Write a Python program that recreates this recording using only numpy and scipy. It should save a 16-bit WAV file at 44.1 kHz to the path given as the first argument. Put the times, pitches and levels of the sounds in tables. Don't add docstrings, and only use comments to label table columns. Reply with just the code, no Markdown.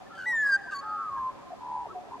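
import sys
import numpy as np
from scipy import signal
from scipy.io import wavfile

SR = 44100
rng = np.random.default_rng(int(sys.argv[2]) if len(sys.argv) > 2 else 0)


def invert_db(x):
    u = np.asarray(x, float) / 20
    return 10 ** u


def wav_record(signal):
    frames = np.transpose(np.atleast_2d(signal))
    bounded = np.clip(frames, -1, 1)
    quanta = np.round(bounded * 32767).astype(np.int16)
    wavfile.write(sys.argv[1], SR, quanta)


N = 97020
T = np.arange(N) / SR


def rms_one(x):
    return x / np.sqrt(np.mean(x ** 2) + 1e-20)


def bandpass(x, order, low_hz, high_hz):
    return signal.sosfilt(signal.butter(order, [low_hz, high_hz], "band", fs=SR, output="sos"), x)


def drift(rate_hz):
    r = np.exp(-2 * np.pi * rate_hz / SR)
    settle = SR // 4
    noise = rng.standard_normal(N + settle)
    return rms_one(signal.lfilter([1], [1, -2 * r, r * r], noise)[settle:])


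def curve(rows):
    s, *columns = np.transpose(rows)
    gate = np.clip(np.minimum(T - s[0], s[-1] - T) * 300 + 1, 0, 1)
    return [gate] + [np.interp(T, s, c) for c in columns]


def swell(start, length):
    attack_s, release_s = min(.016, length / 2), min(.022, length / 2)
    up = (T - start) / attack_s
    down = (start + length - T) / release_s
    return np.sin(np.pi / 2 * np.clip(np.minimum(up, down + .5), 0, 1)) ** 2


def arch(start, length):
    return np.sin(np.pi * np.clip((T - start) / length, 0, 1)) ** 0.59


def glide(start, length, first_hz, last_hz):
    return np.interp(T, [start, start + length], [first_hz, last_hz])


def phase(hz):
    return 2 * np.pi * np.cumsum(hz) / SR


def tone(hz, db):
    level = invert_db(db + .8 * drift(30))
    return np.sqrt(2) * level * np.sin(phase(hz + 5.5 * drift(30)))


# pitch_hz [Hz], density_db [dB per Hz]
HUM = [(18, -44), (30, -12.5), (281, -4), (495, -9), (709, -10.5), (786, -1.5), (2140, -18.5), (7550, -30),
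       (14000, -55)]
# pitch_hz [Hz], density_db [dB per Hz]
WIDE = [(18, -60), (30, -38.5), (181, -3.5), (373, -2.5), (4520, -28), (5690, -30.5), (7950, -36.5),
        (12000, -46.5), (14000, -60.5)]


def hum(spectrum, patchy_db):
    out = 0
    edges = 28 * 2 ** np.arange(0, 9.3, .5)
    white = rng.standard_normal((2, N))
    hz, db = np.transpose(spectrum)
    for k, (low, high) in enumerate(zip(edges, edges[1:])):
        band = bandpass(white[k % 2], 2, low, high)
        band_db = np.interp(np.log(low * high) / 2, np.log(hz), db)
        out = out + band * invert_db(band_db + patchy_db * drift(2.9))
    return rms_one(out)


def distant_air():
    common = invert_db(-54) * hum(HUM, patchy_db=.4)
    opposed = invert_db(-51) * hum(WIDE, patchy_db=.4)
    return common + opposed * [[1], [-1]]


# start_s [s], length_s [s], level_db [dB]
GUSTS = [
    (1.1, .04, -64),
    (1.165, .09, -55),
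    (1.72, .2, -62),
    (.34, .06, -66),
    (0, .05, -64),
    (1.3, .06, -63),
]


def wind():
    noise = bandpass(rng.standard_normal((3, N)), 2, 35, 124)
    shape = sum(invert_db(db) * np.exp(-((T - s - d / 2) / d * 2) ** 2) for s, d, db in GUSTS)
    shared = .6 * noise[2]
    return shape * rms_one(noise[:2] + shared)


# start_s [s], length_s [s], pitch_hz [Hz], width_hz [Hz], level_db [dB]
FAR = [
    (0, 1.8, 565, 29.4, -63),
    (0, 1.3, 786.8, 30.3, -61.5),
    (1.85, .14, 399, 112, -53.5),
    (2.02, .2, 407, 62, -59.5),
    (2.116, .1, 272, 39.7, -59.5),
    (1.92, .14, 580, 70, -57),
    (1.27, .14, 570, 90, -58),
    (1.3, .12, 900, 300, -54),
]


def far_birds():
    out = 0
    for s, d, hz, width_hz, db in FAR:
        band = bandpass(rng.standard_normal(N), 2, hz - width_hz / 2, hz + width_hz / 2)
        out = out + invert_db(db) * swell(s, d) * rms_one(band)
    return out


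def chopped(rows, rate_hz, depth, swing_hz):
    out, uneven = 0, .5 * drift(28)
    for s, d, first_hz, last_hz, db in rows:
        beat = 2 * np.pi * rate_hz * (T - s) + uneven
        pulse = (1 - depth * np.cos(beat)) * invert_db(1.7 * drift(60))
        hz = glide(s, d, first_hz, last_hz) + swing_hz * np.sin(beat)
        out = out + arch(s, d) * pulse * tone(hz, db)
    return out


# start_s [s], length_s [s], first_hz [Hz], last_hz [Hz], level_db [dB]
WARBLE = [
    (.1, .04, 1350, 1345, -49),
    (.0, .04, 760, 740, -50),
    (.425, .14, 1150, 1120, -50),
    (1.43, .05, 790, 700, -51),
    (2.175, .04, 720, 700, -49),
]


def warble():
    return chopped(WARBLE, rate_hz=66, depth=.75, swing_hz=50)


# start_s [s], length_s [s], first_hz [Hz], last_hz [Hz], level_db [dB]
CLEAR = [(.257, .06, 868, 860, -43), (.664, .022, 1000, 1000, -49), (.706, .034, 1270, 1170, -39),
         (.714, .034, 1640, 1520, -34), (.82, .15, 875, 830, -47), (1.155, .04, 1700, 1600, -51),
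         (1.878, .022, 1200, 1110, -46), (1.898, .024, 1310, 1300, -40), (1.924, .017, 1140, 1090, -48),
         (1.946, .046, 735, 724, -35.5), (.058, .022, 1780, 1760, -56), (.122, .034, 1740, 1720, -54),
         (1.375, .025, 980, 960, -52), (1.94, .09, 722, 735, -48), (.81, .04, 1100, 1110, -49),
         (.85, .1, 750, 725, -55), (1.915, .022, 1570, 1570, -59), (.64, .035, 705, 690, -53),
         (.252, .014, 3650, 3750, -60), (.55, .07, 820, 775, -50), (.09, .115, 1358, 1345, -50)]


def clear_notes():
    out = 0
    for s, d, first_hz, last_hz, db in CLEAR:
        out = out + swell(s, d) * tone(glide(s, d, first_hz, last_hz), db)
    return invert_db(1.5 * drift(100)) * out


def echo(x):
    decay_s, gap_s = 1.3, .07
    tail = rng.standard_normal((2, N)) * invert_db(-60 * T / decay_s) * (T > gap_s)
    lowpass = signal.butter(1, 6000, fs=SR, output="sos")
    tail = signal.sosfilt(lowpass, tail + 1.2 * tail[::-1])
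    tail = tail / np.sqrt(np.sum(tail ** 2) / 2)
    return invert_db(-23) * signal.fftconvolve(x[None], tail, axes=1)[:, :N]


# start_s [s], length_s [s], pitch_hz [Hz], level_db [dB]
PIPS = [(.115, .012, 1350, -45), (.694, .012, 1535, -37), (1.503, .014, 725, -41), (1.517, .012, 720, -38),
        (1.529, .015, 700, -36), (1.548, .009, 700, -46), (1.844, .008, 860, -46),
        (1.854, .009, 800, -37.5), (1.866, .007, 650, -41), (2.038, .009, 745, -46),
        (2.052, .009, 740, -46), (2.069, .009, 720, -45), (2.083, .01, 700, -44), (2.096, .01, 650, -50),
        (2.107, .012, 1010, -47), (2.118, .009, 930, -39), (2.129, .011, 985, -39),
        (2.139, .011, 1020, -35.5), (2.152, .008, 910, -39.5), (2.16, .018, 1000, -46)]


def pips():
    out = np.zeros(N)
    for s, d, hz, db in PIPS:
        x = np.clip((T - s) / d, 0, 1)
        rise_fall = np.minimum(x / .4, (1 - x) * 2)
        shape = np.sin(np.pi / 2 * np.minimum(rise_fall, 1))
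        out += np.sqrt(2) * invert_db(db) * shape * np.sin(2 * np.pi * hz * (T - s))
    return out


# start_s [s], length_s [s], pitch_hz [Hz], scatter_hz [Hz], level_db [dB]
RASP = [
    (.135, .13, 1500, 55, -55),
    (.41, .13, 1430, 45, -59),
    (.706, .042, 900, 22, -54),
]
HOARSE = [
    (5.5, -2, -9, -12.5, -15.5, -18, -23, -22),
    (-14.5, -6, -14.5, -5, -16, -12, -17, -21),
    (2, 3.5, 1, 4, -6, -3, 0, -2),
]


def rasp():
    out = 0
    for (s, d, hz, scatter_hz, db), colour in zip(RASP, HOARSE):
        turn = phase(glide(s, d, 1.05 * hz, .96 * hz) + scatter_hz * drift(300))
        stack = sum(invert_db(c + 3.8 * drift(220)) * np.sin((k + 2) * turn) for k, c in enumerate(colour))
        pulse = 1 - .45 * np.cos(2 * np.pi * 82 * (T - s) + 2.0 * drift(25))
        out = out + invert_db(db) * arch(s, d) * pulse * rms_one(stack)
    return out


# start_s [s], length_s [s], low_hz [Hz], high_hz [Hz], level_db [dB]
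RUSH = [
    (.17, .11, 2600, 8000, -65),
    (.2, .085, 8000, 14400, -74),
    (.27, .15, 10000, 12200, -70),
    (.41, .13, 4000, 8000, -64),
    (.41, .15, 9500, 12500, -76),
    (.708, .042, 2500, 8000, -61),
    (.706, .07, 8000, 12000, -69),
]


def rush():
    out, white = 0, rng.standard_normal(N)
    for s, d, low_hz, high_hz, db in RUSH:
        out = out + invert_db(db) * arch(s, d) * rms_one(bandpass(white, 3, low_hz, high_hz))
    return out


# start_s [s], length_s [s], first_hz [Hz], last_hz [Hz], level_db [dB]
TRILL = [
    (.174, .088, 1560, 1500, -37.5),
    (.325, .04, 1050, 950, -44),
    (2.105, .075, 900, 1060, -52),
    (1.965, .04, 860, 930, -52),
    (1.843, .038, 800, 600, -53),
]


def trill():
    return chopped(TRILL, rate_hz=86, depth=.5, swing_hz=55)


# centre_hz [Hz], width_hz [Hz], level_db [dB re fundamental]
THROAT = [(3110, 150, -39.5), (3900, 200, -33), (3554, 220, -29), (4690, 520, -18.5), (5810, 350, -28),
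          (6350, 200, -31), (7115, 450, -24), (8060, 500, -33), (9500, 500, -39), (10000, 300, -40),
          (7750, 300, -33), (11700, 900, -43), (13800, 500, -49), (14700, 500, -46)]


def overtones(hz, db, count=9):
    out, turn = 0, phase(hz + 8 * drift(120))
    for k in range(2, count + 1):
        gain = 0
        for centre_hz, width_hz, level_db in THROAT:
            detuning = 2 * (k * hz - centre_hz) / width_hz
            gain = gain + invert_db(level_db) / (1 + detuning ** 4)
        out = out + gain * invert_db(3.5 * drift(45)) * np.sin(k * turn + k * k)
    return np.sqrt(2) * invert_db(db) * out


# start_s [s], pitch_hz [Hz], level_db [dB], beak_opening_db [dB]
CALL = [
    (.252, 1560, -50, -2),
    (.26, 1900, -35, -2),
    (.27, 1982, -27, 0),
    (.3, 1945, -27.5, 1),
    (.385, 1756, -26.5, -2),
    (.51, 1614, -25, -4.5),
    (.542, 1581, -22.5, -1.5),
    (.562, 1575, -24, -4),
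    (.58, 1530, -52, -10),
]


def falling_call():
    gate, hz, db, open_db = curve(CALL)
    tremble_s = np.clip(T, .425, .53) - .425
    db = db + 2.3 * np.sin(2 * np.pi * 30.5 * tremble_s)
    beak = np.clip(np.minimum(T - .261, .574 - T) / .012, 0, 1)
    return gate * (tone(hz, db) + beak * overtones(hz, db + open_db))


# start_s [s], length_s [s], first_hz [Hz], last_hz [Hz], level_db [dB]
REEDY = [
    (0.734, 0.073, 1132, 1112, -37),
]
# multiple [of the pitch], level_db [dB re fundamental]
REED = [(2, -29.5), (3, -31), (4, -7), (6, -19.5), (7, -35), (10, -29)]


def reedy_notes():
    out = 0
    for s, d, first_hz, last_hz, db in REEDY:
        turn = phase(glide(s, d, first_hz, last_hz) + 4.5 * drift(80))
        reed = sum(invert_db(k_db) * np.sin(round(k) * turn) for k, k_db in REED)
        dropout = 1 - np.exp(-((T - .781) / .006) ** 2)
        delay_s = .008
        rich = arch(s + delay_s, d - delay_s) * dropout * reed
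        out = out + np.sqrt(2) * invert_db(db) * (swell(s, d) * np.sin(turn) + rich)
    return out


# start_s [s], pitch_hz [Hz], level_db [dB]
FLUTE = [
    (.81, 1225, -49),
    (.86, 1263, -37),
    (.94, 1255, -32.5),
    (1.02, 1222, -37),
    (1.08, 1150, -48.5),
    (1.12, 1098, -36.5),
    (1.18, 1058, -33.5),
    (1.295, 1031, -32),
    (1.312, 1045, -46),
]
# start_s [s], pitch_hz [Hz], level_db [dB]
UPPER = [
    (.82, 1370, -55),
    (.88, 1350, -43),
    (.93, 1356, -46.5),
    (1.01, 1329, -36.5),
    (1.05, 1295, -37.5),
    (1.095, 1225, -33.5),
    (1.11, 1210, -47.5),
    (1.2, 1150, -44.5),
    (1.3, 1130, -53.5),
]


def flute():
    gate, low_hz, low_db = curve(FLUTE)
    _, high_hz, high_db = curve(UPPER)
    mix_db = (low_db + high_db) / 2 - 10.5 + 4.6 * drift(22)
    voices = tone(low_hz, low_db) + tone(high_hz, high_db)
    below = tone(2 * low_hz - high_hz, mix_db)
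    above = tone(2 * high_hz - low_hz, mix_db - 9.5)
    return gate * (voices + below + above)


# start_s [s], pitch_hz [Hz], level_db [dB]
THROB = [
    (1.585, 996.7, -58),
    (1.63, 993, -42.5),
    (1.69, 989, -39.5),
    (1.74, 978, -36),
    (1.8, 986.5, -38.5),
    (1.83, 965, -37),
    (1.85, 948, -47),
    (1.875, 910, -44),
    (1.882, 930, -78),
]
# multiple [of the throb rate], level_db [dB re whistle]
THROB_SIDES = [(-3, -25), (-2, -10.5), (-1, -7.5), (1, -16.5)]


def throb():
    gate, hz, db = curve(THROB)
    out = tone(hz, db)
    for k, side_db in THROB_SIDES:
        out = out + tone(hz + round(k) * 74.35, db + side_db + 3.9 * drift(40))
    return gate * out


def scene():
    notes = warble() + clear_notes() + trill() + reedy_notes()
    birds = notes + pips() + rasp() + rush() + falling_call() + flute() + throb()
    pan_db, lag_s = .22, .00002
    left = invert_db(pan_db) * birds
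    right = invert_db(-pan_db) * np.interp(T - lag_s, T, birds)
    return np.array([left, right]) + echo(birds) + far_birds() + distant_air() + wind()


def roll_off(x):
    return signal.sosfilt(signal.butter(12, 14900, fs=SR, output="sos"), x)


def record(dry):
    hiss = rng.standard_normal(N) + 0.58 * rng.standard_normal((2, N))
    wet = dry + invert_db(-79) * hiss
    mix = signal.sosfilt(signal.cheby2(12, 70, 15800, fs=SR, output="sos"), wet)
    return roll_off(mix)


dry = scene()
out = record(dry)
wav_record(out)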